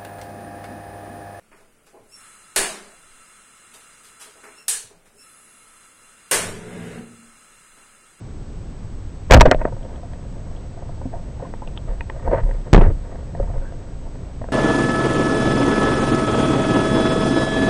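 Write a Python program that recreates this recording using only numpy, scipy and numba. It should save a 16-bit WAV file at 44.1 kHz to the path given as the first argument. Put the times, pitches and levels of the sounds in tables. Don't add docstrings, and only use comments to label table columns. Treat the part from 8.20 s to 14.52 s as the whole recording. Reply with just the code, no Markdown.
import sys
import numpy as np
from scipy import signal
from scipy.io import wavfile
from scipy.ndimage import uniform_filter1d
from numba import njit

SR = 44100
rng = np.random.default_rng(int(sys.argv[2]) if len(sys.argv) > 2 else 0)


def boost_factor(decibels):
    exponent = np.asarray(decibels, float) / 20
    return 10 ** exponent


def output_pcm(signal):
    pcm = np.clip(np.atleast_2d(signal).T, -1, 1) * 32767
    wavfile.write(sys.argv[1], SR, np.round(pcm).astype(np.int16))


N = 278712

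# f/Hz, t60/s, level/dB
HOUSING = [(83.7, 0.092, 1.5), (111.37, 0.11, 0.5), (166, 0.062, -8.5), (265, 0.077, -1), (349, 0.028, -7),
           (410.6, 0.02, -23.5), (541, 0.04, 2.5), (619, 0.055, -6.5), (688, 0.031, 4), (793, 0.0099, -3),
           (908.4, 0.033, 6.5), (1012, 0.029, -16.5), (1237, 0.024, -2), (1560, 0.0076, 7.5),
           (1844, 0.011, 1.5), (1850, 0.06, -18), (2480, 0.031, -6), (2800, 0.005, -7), (3250, 0.0064, -20),
           (4280, 0.005, -4.5), (5560, 0.016, -7.5), (7100, .008, -21.5)]
FIRED_S = 1.09


@njit
def ring(x, hz, t60):
    y, z = np.empty(len(x)), 0j
    pole = np.exp((2j * np.pi * hz - np.log(1000) / t60) / SR)
    for i in range(len(x)):
        z = z * pole + x[i]
        y[i] = z.imag
    return y


def band(x, lo_hz, hi_hz):
    y = signal.sosfilt(signal.butter(2, [lo_hz, hi_hz], "band", fs=SR, output="sos"), x)
    return y / np.std(y)


def walk(rate):
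    k = int(SR / rate)
    return uniform_filter1d(np.repeat(rng.standard_normal(N // k + 1), k), k)[:N]


def effort(rows, rise, fall, rest_db):
    t = np.arange(N) / SR
    db = np.max([np.interp(t, [s - rise, s, s + hold, s + hold + fall], [rest_db, top_db, top_db, rest_db])
                 for s, hold, top_db in rows], axis=0)
    return boost_factor(db) * (t > FIRED_S)


def knocks(table, focus, hold):
    out, t = np.zeros(N), np.arange(6000) / SR
    grits = rng.standard_normal((len(table), len(t)))
    for (s, db, hz, spread_db, contact, top_hz), grit in zip(table, grits):
        u = t / np.clip(contact, 0.0003, 0.03)
        push = grit * (1 - np.exp(-4 * u)) * np.exp(-u)
        sound = 0
        for k, (f, t60, mode_db) in enumerate(HOUSING):
            near = np.exp(-(np.log(f / hz) / focus) ** 2)
            detune = 1 + 0.012 * grit[-k]
            gain = near + boost_factor(mode_db + spread_db - 11.5)
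            sound = sound + gain * ring(push, f * detune, t60 * (1 + hold * near))
        softness = signal.butter(6, min(top_hz, 9000), fs=SR, output="sos")
        sound = signal.sosfilt(softness, sound)
        i = int(s * SR)
        out[i:i + len(t)] += (boost_factor(db) * sound / np.abs(sound).max())[:N - i]
    return out


def blows():
    # t/s, drive level/dB, spread level/dB, contact length/s
    shot = [(1.099, -13.5, -7, .007), (1.1092, 21, 5.5, 0.0057), (1.115, 21.5, 11.5, 0.0047),
            (1.126, 9.5, -0.5, 0.0015), (1.135, 25, -2, 0.0022), (1.142, 22, 10, .0019),
            (1.163, 3, -18.5, 0.0012), (1.172, 5.5, -11, 0.0034), (1.199, 8, -3.5, 0.0023),
            (1.2076, 19, 7.5, 0.0043), (1.221, -13.5, 9, 0.008), (1.2539, 3, -14, 0.0067),
            (1.282, -17.5, -3, .0025), (1.313, 10, 2, 0.0014), (1.346, -7, -13, 0.00097),
            (1.413, -12.5, 6, 0.0059), (1.447, -25, 5, .002), (1.452, -3.5, -9, 0.0019),
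            (1.474, -20, -11, 0.0081)]
    # t/s, drive level/dB, spread level/dB, contact length/s
    grab = [
        (4.5293, -6.5, -10, .001),
        (4.543, 15.5, -5, 0.0027),
        (4.5605, 5.5, -7, .0005),
        (4.576, 2, -24, 0.008),
        (4.609, -2.5, -21, 0.0083),
        (4.634, -19, 7, 0.0058),
        (4.66, -20, -24, 0.0079),
        (4.70, -17.5, -23, 0.0069),
    ]
    # t/s, peak level/dB, favoured f/Hz, contact length/s
    thuds = [
        (1.112, 13.5, 91, 0.0033),
        (1.148, 14, 99, 0.0027),
        (1.22, -13, 250, 0.0072),
        (1.269, -5.5, 266, 0.0084),
        (4.576, 6.5, 96, .006),
        (4.638, -10.5, 88.5, 0.012),
        (4.68, -6, 99, 0.0029),
    ]
    slack_s = 1.38
    brighter = 0.15
    slaps = []
    for s, db, spread_db, contact in shot:
        hz, top_hz = (621, 4860 * boost_factor(brighter * db)) if s < slack_s else (727, 2350)
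        slaps.append((s, db, hz, spread_db, contact, top_hz))
    for s, db, spread_db, contact in grab:
        slaps.append((s, db, 393, spread_db, contact, 3360 * boost_factor(brighter * db)))
    deep = [(s, db, hz, -13.5, contact, 470) for s, db, hz, contact in thuds]
    return knocks(slaps, focus=0.24, hold=0.042) + knocks(deep, focus=0.42, hold=0.05)


def sway():
    # t/s, level/dB, f/Hz, t60/s
    shoves = [(1.112, 11, 43.3, 0.46), (1.1762, 6, 58, 0.47), (1.1954, 12, 25.7, 0.27),
              (1.228, -6.5, 60, 0.13), (1.259, -1.5, 14, 0.29), (3.626, -23.5, 29.6, 1.2),
              (3.691, -15, 36.8, 0.37), (4.079, -12, 35, 0.4), (4.233, -8, 33, 0.75),
              (4.532, 32, 114.5, 0.093), (4.5525, 7.5, 21, 0.57), (4.68, -15, 22, .6),
              (5.198, -14.5, 37, 0.72), (5.363, -13.5, 25.2, 0.65)]
    # t/s, level/dB, f/Hz, t60/s
    tugs = [
        (1.287, -19, 41.7, 0.57),
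        (1.354, -12, 22.15, 0.78),
        (4.5304, 2, 270, .058),
        (4.5374, 20, 37.3, 0.096),
        (4.5662, 16, 43.35, 0.083),
        (4.591, -1, 26.9, 0.94),
        (4.667, -1, 38, 0.22),
        (4.713, -9.5, 34.4, 0.32),
    ]
    out, t = np.zeros(N + SR), np.arange(SR) / SR
    jolts = [(*r, 1) for r in shoves] + [(*r, -1) for r in tugs]
    for s, db, hz, t60, way in sorted(jolts):
        swing = np.sin(2 * np.pi * hz * t) * np.exp(-np.log(1000) * t / t60)
        i = int(s * SR)
        out[i:i + SR] = out[i:i + SR] * np.exp(-t / 0.0003) + way * boost_factor(db) * swing
    return out[:N]


def touches():
    # t/s, peak level/dB, favoured f/Hz, spread level/dB
    taps = [(1.521, -20.5, 526, 15), (1.83, -29.5, 680, -19), (2.57, -37, 690, -19), (2.622, -27, 690, -3),
            (2.689, -24, 704, 6), (2.776, -31.5, 233, -14), (2.812, -26, 857, 0), (2.967, -34, 705, -12),
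            (3.197, -29.5, 770, -18), (3.248, -28.5, 965, -14), (3.419, -25, 980, -4),
            (4.075, -13, 598, -3), (4.261, -26.5, 554, -5), (5.171, -28, 510, -13),
            (5.196, -15.5, 504, -24), (5.226, -27, 700, -17), (5.272, -32.5, 930, -7),
            (5.296, -31.5, 705, -9), (5.336, -42, 510, -18), (5.357, -25, 560, -16), (5.2, -20, 429, -15),
            (5.865, -29.5, 501, -12), (5.954, -38, 280, -18), (6.065, -32.5, 686, -18),
            (6.212, -23, 721, -15)]
    # t/s, peak level/dB, favoured f/Hz, spread level/dB
    flicks = [(1.566, -29, 553, -3), (2.938, -20.5, 680, -16), (4.311, -23.5, 530, 2),
              (3.808, -28.5, 900, -7), (3.898, -22, 960, -12), (4.234, -28, 660, -3), (4.291, -22, 540, -5),
              (3.338, -19, 520, -17), (5.15, -21.5, 674, -6), (5.379, -31, 734, 1), (5.522, -24.5, 705, 0),
              (6.217, -29.5, 695, -13), (6.241, -22.5, 735, -21), (6.287, -20, 707, -14)]
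    # t/s, peak level/dB, favoured f/Hz, spread level/dB
    pings = [
        (1.627, -39.5, 3200, -10),
        (1.758, -35, 3170, 0),
        (1.933, -29.5, 3200, 11),
        (2.362, -41, 3160, -13),
        (3.474, -26, 2800, -5),
        (3.564, -43, 3220, -14),
        (3.574, -22.5, 3250, -15),
    ]
    # t/s, peak level/dB, favoured f/Hz, spread level/dB
    ticks = [
        (3.808, -14.5, 2810, 8),
        (3.899, -19.5, 2700, 7),
    ]
    # t/s, peak level/dB, favoured f/Hz, spread level/dB, contact length/s
    creaks = [
        (2.853, -14.5, 265, -2.5, 0.0051),
        (3.22, -21, 540, -26, 0.012),
        (4.126, -7.5, 537, -8, 0.0075),
    ]
    # t/s, peak level/dB
    squeaks = [
        (5.41, -46),
        (5.44, -42),
        (5.466, -45.5),
    ]
    out = knocks([r + (0.005, 1200) for r in taps], focus=0.057, hold=0.9)
    out += knocks([r + (0.00099, 2070) for r in flicks], focus=0.053, hold=0.67)
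    out += knocks([r + (0.0025, 3600) for r in pings], focus=0.044, hold=0.41)
    out += knocks([r + (0.00053, 3360) for r in ticks], focus=0.072, hold=0.18)
    out += knocks([(*r, r[2] + 410) for r in creaks], focus=0.046, hold=0.76)
    out += knocks([(s, db, 1550, -28, 0.5, 1900) for s, db in squeaks], focus=0.05, hold=4.6)
    return out


def stroke_gains():
    # t/s, hold/s, level/dB, brightness/dB
    strokes = [(1.112, 0.05, -16.5, -5), (1.258, 0.0057, -16, -4.5), (1.316, 0.0058, -16, -1.5),
               (1.401, 0.066, -32, -14.5), (1.644, 0.13, -42.5, -17.5), (2.583, 0.044, -40.5, -17.5),
               (2.935, 0.015, -36.5, -18), (3.205, 0.074, -40.5, -14), (3.685, 0.029, -39.5, -13.5),
               (3.971, .09, -38, -12.5), (4.077, 0.0064, -23, -19.5), (4.117, 0.056, -20.5, -15),
               (4.179, 0.02, -24, -10), (4.257, 0.24, -42, -13), (4.574, 0.088, -23.5, -12.5),
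               (4.848, 0.14, -41, -15), (5.164, 0.12, -41.5, -13), (5.317, 0.031, -38.5, -18),
               (5.407, 0.056, -41, -14)]
    rise_s, fall_s = 0.022, 0.058
    drag_db = -49.5
    dull = [(s, hold, db) for s, hold, db, bright_db in strokes]
    bright = [(s, hold, db + bright_db) for s, hold, db, bright_db in strokes]
    return effort(dull, rise_s, fall_s, drag_db), effort(bright, rise_s, fall_s, drag_db - 16.5)


def rubbing():
    grit = rng.standard_normal(N) * boost_factor(3.5 * walk(60) + 3.5 * walk(300))
    low = sum(boost_factor(db) * ring(grit, float(f), t60) for f, t60, db in HOUSING[4:12])
    high = sum(boost_factor(db) * ring(grit, float(f), t60) for f, t60, db in HOUSING[12:16])
    dull, bright = stroke_gains()
    return dull * band(low, 350, 733) + bright * band(high, 1100, 2310)


def crackle():
    slips_per_s = 180
    slips = (rng.random(N) < slips_per_s / SR) * rng.standard_normal(N)
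    top = sum(ring(slips, float(f), 0.005) for f, t60, db in HOUSING[16:])
    dull, bright = stroke_gains()
    return boost_factor(-21) * band(top, 2200, 4600) * bright


def buffeting():
    # t/s, hold/s, level/dB
    swings = [
        (1.22, 0.025, -8),
        (1.4, 0.12, -28),
        (1.95, 0.16, -37),
        (2.88, .04, -37),
        (3.55, 0.08, -30),
        (4.05, 0.18, -23),
        (4.6, 0.052, -20.5),
        (5.15, 0.18, -24.5),
        (6.2, 0.11, -37),
    ]
    swirl = boost_factor(3 * walk(15)) * band(rng.standard_normal(N), 52, 125)
    return boost_factor(-4) * effort(swings, rise=0.2, fall=0.25, rest_db=-49.5) * swirl


def sea():
    # f/Hz, level/dB per Hz
    spectrum = [(8.8, -31), (15, 3), (38, -3), (90, -6.5), (153, -13.5), (200, -16.5), (454, -26.5),
                (491, -28), (1270, -39.5), (1940, -44), (2530, -47), (7670, -51.5), (8300, -53.5),
                (10800, -72), (18300, -120)]
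    # f/Hz, level/dB
    whine = [
        (5184, -81.5),
        (6557, -76),
        (8000, -64.5),
    ]
    out, (f, db) = 0, np.transpose(spectrum)
    for hz in 16 * 2 ** np.arange(0, 9.1, 0.5):
        here_db = np.interp(np.log(hz), np.log(f), db) + 10 * np.log10(hz)
        here_db = here_db + 0.46 * walk(9.6) * (hz < 500)
        out = out + boost_factor(here_db) * band(rng.standard_normal(N), hz / 2 ** 0.25, hz * 2 ** 0.25)
    t = np.arange(N) / SR
    tones = sum(boost_factor(tone_db + 3.5) * np.sin(2 * np.pi * hz * t) for hz, tone_db in whine)
    return boost_factor(-30) * out / out.std() + tones


def scene():
    return (blows() + sway() + touches() + rubbing() + crackle() + buffeting() + sea())[None]


def roll_off(x):
    return signal.sosfilt(signal.butter(12, 16860, fs=SR, output="sos"), x)


def record(dry):
    clip, limit = 0.705, 0.715
    cut = signal.ellip(8, 0.1, 70, 8200, fs=SR, output="sos")
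    flat = np.clip(signal.sosfiltfilt(cut, dry), -clip, clip)
    smooth = signal.sosfiltfilt(cut, flat)
    edges = smooth + boost_factor(-11.5) * (flat - smooth)
    mix = np.clip(edges, -limit, limit)
    return roll_off(mix)


dry = scene()
out = record(dry)
output_pcm(out)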